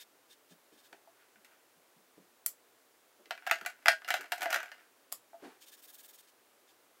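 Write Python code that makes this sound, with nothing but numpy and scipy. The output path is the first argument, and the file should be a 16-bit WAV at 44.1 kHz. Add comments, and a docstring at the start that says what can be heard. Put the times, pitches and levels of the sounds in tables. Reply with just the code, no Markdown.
"""Plastic felt markers clack together on a wooden desk, close to the microphone in a small, quiet room.
A nib first hisses over paper in a few light strokes and a cap snaps shut. Then a hand rummages through
the heap: hollow barrels slide, collide and ring, and the desk top knocks beneath them. Another cap is
pulled off, the hand settles on the sketchbook with soft thuds and shades with quick strokes."""
import sys
import numpy as np
from scipy import signal
from scipy.fft import rfft, irfft, next_fast_len
from scipy.io import wavfile

SR = 44100
rng = np.random.default_rng(int(sys.argv[2]) if len(sys.argv) > 2 else 0)


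def dump_mix(stems):
    """Bounce the given channels to the path in sys.argv[1] as a 16-bit WAV at rate SR."""
    frames = np.atleast_2d(stems).T  # one column per channel
    limited = np.clip(frames, -1, 1)  # hard clip at full scale
    pcm = np.round(limited * 32767).astype(np.int16)
    wavfile.write(sys.argv[1], SR, pcm)


N = 308700
T = np.arange(int(.22 * SR)) / SR  # seconds within one short sound


def amp(db):
    """Decibels to gain."""
    return 10 ** (np.asarray(db) / 20)


def unit_rms(x):
    """Scale to rms 1."""
    return x / np.sqrt(np.mean(x ** 2) + 1e-20)


def unit_energy(x):
    """Scale to energy 1."""
    return x / np.linalg.norm(x)


def along(points, hz):
    """Read (Hz, value) points on a log frequency axis."""
    point_hz, values = np.transpose(points)
    return np.interp(np.log(hz + 1), np.log(point_hz + 1), values)


def add(track, s, sound):
    """Mix a sound into the track from second s."""
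    start = int(round(s * SR))
    part = sound[max(-start, 0):N - start]
    track[max(start, 0):][:len(part)] += part


def colour(x, points):
    """Causal filter with the gain of the (Hz, dB) points."""
    size = 2 * next_fast_len(len(x))
    gain = amp(along(points, np.fft.rfftfreq(size, 1 / SR)))
    cepstrum = irfft(np.log(gain), size)
    cepstrum[1:size // 2] *= 2  # fold to minimum phase
    cepstrum[size // 2 + 1:] = 0
    return irfft(rfft(x, size) * np.exp(rfft(cepstrum)), size)[:len(x)]


def fade(t60):
    """A decay that loses 60 dB in t60 seconds."""
    return np.exp(-np.log(1000) * T / t60)


def friction(spectrum, grain_db, count):
    """Rubbing noise of rms 1 whose strength jumps from one fibre to the next."""
    fibres = rng.standard_normal(count // 64 + 2)
    grip = np.interp(np.linspace(0, len(fibres) - 1, count), np.arange(len(fibres)), fibres)
    return unit_rms(colour(rng.standard_normal(count) * amp(grain_db * grip), spectrum))


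def impact(spectrum, chatter_db, t60):
    """One sharp push followed by dense, dying chatter, coloured by the struck object."""
    force = amp(chatter_db) * unit_energy(rng.standard_normal(len(T)) * fade(t60))
    force[0] += 1
    return unit_energy(colour(force, spectrum))


# The quiet room at the microphone. Each row: frequency in Hz, relative level in dB.
HUSH_SPECTRUM = [(25, -26.5), (85, -26), (120, -8), (150, -22), (200, -9.5), (290, 0.5), (520, 1),
                 (800, -1.5), (1500, -4), (2500, -8), (5000, -11.5), (13000, -12.5), (15800, -12.5)]
def room_tone():
    """A faint, steady hush lies under everything."""
    return amp(-66.7) * unit_rms(colour(rng.standard_normal(N), HUSH_SPECTRUM))


# Felt on paper, from close by. Each row: frequency in Hz, relative level in dB.
NIB_SPECTRUM = [(100, -34.5), (700, -46), (1500, -10.5), (2400, -6.5), (3100, -4.5), (4400, -3.5),
                (8000, -5), (9500, -3.5), (11500, -5), (13500, -1), (15500, -1.5)]
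# Resonances of the hollow marker. Each row: centre in Hz, width in Hz, typical lift in dB.
HOLLOW_RESONANCES = [(1680, 150, 12), (3120, 300, 5), (3620, 160, 9), (5250, 200, 3), (6770, 150, 8),
                     (8120, 170, 9), (8600, 200, 5), (12200, 200, 4), (13000, 250, 5), (14600, 250, 4)]
def nib_stroke(db, length_s, treble_db):
    """The felt tip hisses on the paper, loudest at mid-stroke; each new grip shifts the barrel's colour."""
    hz = np.linspace(0, SR / 2, num=1000)
    centre, width, lift_db = np.transpose(HOLLOW_RESONANCES)[:, :, None]
    grip = 1 + .3 * rng.standard_normal(centre.shape)
    hollow_db = np.sum(grip * lift_db / (1 + (2 * (hz - centre) / width) ** 2), axis=0)
    tilt_db = along([(5000, 0), (13000, treble_db)], hz)
    spectrum = np.transpose([hz, along(NIB_SPECTRUM, hz) + hollow_db + tilt_db])
    hiss = friction(spectrum, grain_db=1.5, count=len(T))
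    speed = np.sin(np.pi * np.minimum(T / length_s, 1))
    return amp(db - 9.5) * speed ** 1.3 * hiss


# Lone marks on the page. Each row: middle of the stroke in seconds, relative level in dB.
LIGHT_STROKES = [(0.0123, -43), (0.32, -49), (0.517, -53), (0.746, -58.5), (0.795, -54.5), (0.8564, -53.5),
                 (6.6994, -57.5)]
def light_strokes(length_s=0.066):
    """The nib touches the paper in short, separate strokes."""
    out = np.zeros(N)
    for s, db in LIGHT_STROKES:
        add(out, s - length_s / 2, nib_stroke(db, length_s, treble_db=-9))
    return out


# The small room around the desk. Each row: frequency in Hz, time to fall 60 dB in seconds.
ROOM_DECAY = [(200, 0.2), (1000, 0.11), (2500, 0.14), (7000, 0.16), (15000, .12)]
def in_room(x, wet_db):
    """The direct sound reaches the microphone first, then a short tail from the walls."""
    hz, t, noise = signal.stft(rng.standard_normal(len(T)), SR, nperseg=256)
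    decay = np.exp(-np.log(1000) * t / along(ROOM_DECAY, hz)[:, None])
    tail = signal.istft(noise * decay, SR, nperseg=256)[1][:len(T)]
    tail = unit_energy(tail * (1 - fade(0.026)))  # reflections take some milliseconds to build up
    return x + amp(wet_db) * signal.fftconvolve(x, tail)[:len(T)]


# The hand on desk and sketchbook. Each row: time in seconds, relative level in dB, pitch in Hz.
HAND_BUMPS = [(0.512, -53, 244), (0.723, -55.5, 304), (0.925, -55.5, 358), (1.358, -65, 210),
              (1.762, -68.5, 178), (1.967, -62, 187), (2.176, -51.5, 237), (3.198, -57, 367),
              (3.264, -57, 357), (3.619, -51, 290), (4.195, -47.5, 368), (4.403, -52, 352),
              (4.553, -47.5, 364), (5.426, -44.5, 320), (5.456, -44.5, 332)]
def hand_bumps():
    """Soft flesh lands with a force that swells slowly, giving a low thud."""
    out = np.zeros(N)
    for s, db, hz in HAND_BUMPS:
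        push = rng.standard_normal(len(T)) * fade(.09) * (1 - fade(0.052))
        spectrum = [(hz / 6, -44), (hz / 2.2, -22), (hz / 1.1, -4), (hz, 0),
                    (hz * 1.1, -5), (hz * 2.4, -19), (hz * 12, -48)]
        thud = unit_energy(colour(push, spectrum))
        add(out, s - .005, amp(db + 22) * in_room(thud, wet_db=-7))
    return out


# The wooden desk top. Each row: frequency in Hz, relative level in dB.
DESK_SPECTRUM = [(40, -54), (200, -37), (345, -17), (440, -23), (600, -3.5), (690, 1.5), (900, -2.5),
                 (1050, -15.5), (1400, -12.5), (3000, -35), (9000, -61)]
def desk_knock(hz, bend, glide_t60, t60, wood_db):
    """The desk top's main mode knocks; higher bending waves arrive first, so the pitch sinks."""
    pitch = hz * (1 + bend * fade(glide_t60))
    phase = 2 * np.pi * np.cumsum(pitch) / SR
    mode = unit_energy(np.sin(phase) * fade(t60) * (1 - fade(0.021)))
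    wood = impact(DESK_SPECTRUM, chatter_db=8, t60=0.047)
    return unit_energy(mode + amp(wood_db) * wood)


# A plastic barrel's modes. Each row: frequency in Hz, relative level in dB, time to fall 60 dB in seconds.
BARREL_MODES = [(1160, -12, .08), (1320, -5, .09), (1480, 1, .19), (1610, 0, .19), (1850, -3, .1),
                (1930, -4, .09), (2028, 1, .12), (2310, -4, .11), (2580, -9, .1), (2710, -7, .1),
                (2825, -6, .12), (3230, -9, .11), (3640, -15, .09), (3915, -15, .1), (4295, -16, .1),
                (4900, -10, .08)]
def barrel_ring(spread_db, detune):
    """Each marker rings the same modes, a little shifted and at new strengths."""
    hz, db, t60 = np.transpose(BARREL_MODES)[:, :, None]
    strength, shift, phase = rng.standard_normal((3, len(BARREL_MODES), 1))
    modes = np.sin(2 * np.pi * (hz * (1 + detune * shift) * T + phase))
    return unit_energy(np.sum(amp(db + spread_db * strength) * fade(t60) * modes, axis=0))


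# Plastic on plastic, its hollow body and its bright edge. Each row: frequency in Hz, relative level in dB.
CLACK_SPECTRUM = [(40, -56), (200, -53), (450, -25), (800, -9.5), (1040, -12.5), (1450, 4.5), (2000, -1),
                  (2800, -5), (3500, -12.5), (5000, -16.5), (8000, -27), (16000, -47)]
CRACK_SPECTRUM = [(100, -60.5), (1500, -27.5), (3500, -9.5), (5000, 1), (7300, 0.5), (9500, -5.5),
                  (12600, 0.5), (15500, -6.5), (17000, -19.5)]
def marker_hit(db, brightness_hz, knock_db, crack_db):
    """Barrels hit each other: a hollow clack, a bright crack and a knock of the desk below."""
    chatter_t60 = 0.065 * np.exp(0.065 * crack_db)  # duller hits chatter more briefly
    clack = impact(CLACK_SPECTRUM, chatter_db=8, t60=chatter_t60)
    ring = amp(-6) * barrel_ring(spread_db=4, detune=0.003)
    # the hits carry little bass, and a harder contact favours the upper modes
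    body_colour = [(80, -22), (350, -8), (650, 0.5), (1000, -1), (4000, 50 * np.log(brightness_hz / 1880))]
    barrel = unit_energy(colour(clack + ring, body_colour))
    crack = amp(crack_db - 2) * impact(CRACK_SPECTRUM, chatter_db=9.5, t60=0.68 * chatter_t60)
    desk_hz = 650 * np.exp(0.03 * rng.standard_normal())  # the pitch varies from spot to spot
    knock = amp(knock_db + 2) * desk_knock(desk_hz, bend=.24, glide_t60=.055, t60=0.073, wood_db=-0.5)
    return amp(db + 26.5) * in_room(barrel + crack + knock, wet_db=-6.5)


# Markers colliding near the microphone. Each row: start in seconds, relative level in dB, brightness
# as a nominal pitch in Hz, relative level of the desk knock in dB, relative level of the crack in dB.
MARKER_CLACKS = [(0.928, -52.5, 2290, -4.5, -14), (1.358, -63.5, 1690, -12, -22),
                 (1.447, -59, 2560, -29, -2), (3.257, -59, 2920, -18, -18),
                 (3.3086, -35.5, 2070, -5.5, -15), (3.377, -50, 1680, -18, -16),
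                 (3.423, -55, 1660, -10, -20), (3.4662, -37.5, 1770, -9.5, -12.5),
                 (3.473, -35.5, 1780, -6, -11.5), (3.4975, -38.5, 1640, -21, -22),
                 (3.512, -22, 1920, -12.5, -13), (3.6121, -44.5, 1680, -14.5, -12.5),
                 (3.65, -46, 1800, -7, -22), (3.6618, -34, 1920, -11, -6.5), (3.8587, -26, 1790, -11, -19),
                 (3.87, -35, 1810, -5, -22), (3.8829, -16, 1950, -12.5, -13), (3.93, -40.5, 2000, -5, -14),
                 (4.019, -51.5, 1530, -12, -20.5), (4.0467, -48, 2220, -10, -15),
                 (4.079, -41, 1710, -10, -9.5), (4.087, -36, 1730, -11, -8),
                 (4.1045, -27.5, 2100, -10, -10), (4.1405, -29.5, 2140, -5.5, -9.5),
                 (4.209, -43.5, 1670, -25, -6.5), (4.242, -50, 1740, -10.5, -13),
                 (4.32, -31, 2050, -5.5, -5.5), (4.38, -49, 1920, -4, -3.5), (4.408, -42, 1900, -8, -6),
                 (4.419, -36, 2060, -5, -7), (4.429, -36, 1910, -4.5, -5), (4.458, -35, 1590, 2.5, -18),
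                 (4.505, -36, 1680, -9, -5.5), (4.528, -29.5, 1790, -8, -8), (4.543, -30, 2150, -11, -8.5),
                 (4.56, -32.5, 1840, -7, -10.5), (4.6024, -41.5, 1670, -19, -15),
                 (4.6301, -43, 1850, -10.5, -11), (4.717, -46.5, 1850, -13.5, -12)]
def marker_clacks(rebound_s=0.042, rebound_db=-21.5):
    """Each struck marker clacks, then drops back once with a weak rebound."""
    out = np.zeros(N)
    for s, db, brightness_hz, knock_db, crack_db in MARKER_CLACKS:
        hit = marker_hit(db, brightness_hz, knock_db, crack_db)
        add(out, s, hit)
        delay_s = rebound_s * np.exp(0.14 * rng.standard_normal())
        add(out, s + delay_s, amp(rebound_db) * hit)
    return out


# The hand tapping the wood. Each row: start in seconds, relative level in dB.
DESK_TAPS = [(1.0745, -49), (5.331, -45.5), (5.343, -42.5), (5.353, -51)]
def desk_taps():
    """Dull taps wake only the desk top."""
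    out = np.zeros(N)
    for s, db in DESK_TAPS:
        tap = desk_knock(hz=673, bend=0.24, glide_t60=0.0099, t60=0.11, wood_db=-3.5)
        add(out, s, amp(db + 19) * in_room(tap, wet_db=-15))
    return out


# The hand pushing markers across the desk. Each row: peak time in seconds, relative level in dB.
HAND_SHOVES = [(1.22, -62.5), (1.52, -61.5), (3.54, -45.5), (3.7, -54), (3.9, -53.5), (4.17, -41.5),
               (4.45, -42), (4.549, -36), (4.8, -58.5)]
def shove_strength(rise_db_per_s=148, fall_db_per_s=140.5):
    """The hand's push on the markers, per sample: each shove swells and dies away."""
    t = np.arange(N) / SR
    shoves_db = [peak_db - np.maximum((s - t) * rise_db_per_s, (t - s) * fall_db_per_s)
                 for s, peak_db in HAND_SHOVES]
    return amp(np.max(shoves_db, axis=0))


def rummaging(touches=36, rattle_from_s=3.3, rattle_until_s=4.85):
    """Shoved markers slide over each other and touch lightly at random moments."""
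    push = shove_strength()
    out = amp(-5.5) * push * friction(CLACK_SPECTRUM, grain_db=3, count=N)
    slots, slot_s = np.linspace(rattle_from_s, rattle_until_s, touches, endpoint=False, retstep=True)
    for s in slots + slot_s * rng.random(touches):
        touch = marker_hit(db=0, brightness_hz=1770, knock_db=-8.5, crack_db=-12)
        strength = push[int(s * SR)] * amp(25 + 2.5 * rng.standard_normal())
        add(out, s, strength * unit_energy(touch))
    return out


# A cap's click and the knock of its barrel. Each row: frequency in Hz, relative level in dB.
SNAP_SPECTRUM = [(200, -59), (1500, -34.5), (2800, -18.5), (4000, -16.5), (5100, -7.5), (6000, -11.5),
                 (7000, -3), (7900, -0.5), (8900, -6.5), (10400, -1), (14000, -2), (16500, -8)]
CAP_BODY_SPECTRUM = [(40, -41), (150, -19), (400, -13), (650, 2), (850, -2), (1150, 2.5), (1600, -11),
                     (1970, -0.5), (2350, -7), (3100, -4.5), (5000, -5), (9000, -58)]
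# One cap pushed on and one pulled off at close range, two clicks each.
# Each row: start in seconds, relative level in dB, relative level of the barrel knock in dB.
CAP_CLICKS = [(2.461, -50, -18), (2.4625, -22.5, -23), (5.1201, -50.5, -6), (5.1247, -31, -14.5)]
def cap_snaps():
    """A cap's ridge snaps over the barrel: a very short, bright click with a little body."""
    out = np.zeros(N)
    for s, db, body_db in CAP_CLICKS:
        snap = impact(SNAP_SPECTRUM, chatter_db=-1, t60=0.027)
        body = amp(body_db + 5) * impact(CAP_BODY_SPECTRUM, chatter_db=11.5, t60=0.02)
        add(out, s, amp(db + 21) * in_room(snap + body, wet_db=-7))
    return out


# Skin on paper. Each row: frequency in Hz, relative level in dB.
SKIN_SPECTRUM = [(240, -47), (400, -4.5), (579, -29), (668, -8), (1020, -14.5), (1570, -13.5), (2000, -19),
                 (12000, -37.5), (15600, -68), (22000, -120)]
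# The hand settling on the sketchbook. Each row: time in seconds, relative level in dB.
BRUSH_SWELL = [(5.39, -76), (5.446, -53.5), (5.574, -69), (5.58, -79)]
def hand_brush():
    """The edge of the hand rubs once over the page."""
    s, db = np.transpose(BRUSH_SWELL)
    swell_db = np.interp(np.arange(N) / SR, s, db, left=-np.inf, right=-np.inf)
    return amp(swell_db + 1) * friction(SKIN_SPECTRUM, grain_db=-1, count=N)


# How hard the nib bears on the page. Each row: time in seconds, relative level in dB.
NIB_PRESSURE = [(5.63, -46.5), (5.735, -44.5), (5.787, -50.5), (5.84, -44), (6.05, -44), (6.13, -47),
                (6.19, -46), (6.24, -57.5), (6.29, -54)]
def shading(strokes=14, first_middle_s=5.6305, first_period_s=0.0533, quickening=0.17):
    """The nib runs to and fro: as loud as the pressure, brightest halfway, quicker at the end."""
    out, s = np.zeros(N), first_middle_s
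    for progress in np.linspace(0, 1, strokes):
        period_s = first_period_s * (1 - quickening * progress ** 2)
        length_s = 1.13 * period_s  # neighbouring strokes overlap
        treble_db = -6 + 8.5 * np.sin(np.pi * progress)
        pressure_db = np.interp(s, *np.transpose(NIB_PRESSURE))
        add(out, s - length_s / 2, nib_stroke(pressure_db, length_s, treble_db))
        s += period_s
    return out


def scene():
    """Markers, hand and nib over the hush of the room, at one close microphone."""
    hush = room_tone()
    plastic = marker_clacks() + rummaging() + cap_snaps()
    hand = hand_brush() + hand_bumps() + desk_taps()
    drawing = light_strokes() + shading()
    return (hush + plastic + hand + drawing)[None]


def record(dry):
    """The recorder keeps nothing above its band limit."""
    size = next_fast_len(N + SR)
    passband = np.fft.rfftfreq(size, 1 / SR) < 15800
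    return irfft(rfft(dry, size) * passband, size)[..., :N]


dry = scene()
out = record(dry)
dump_mix(out)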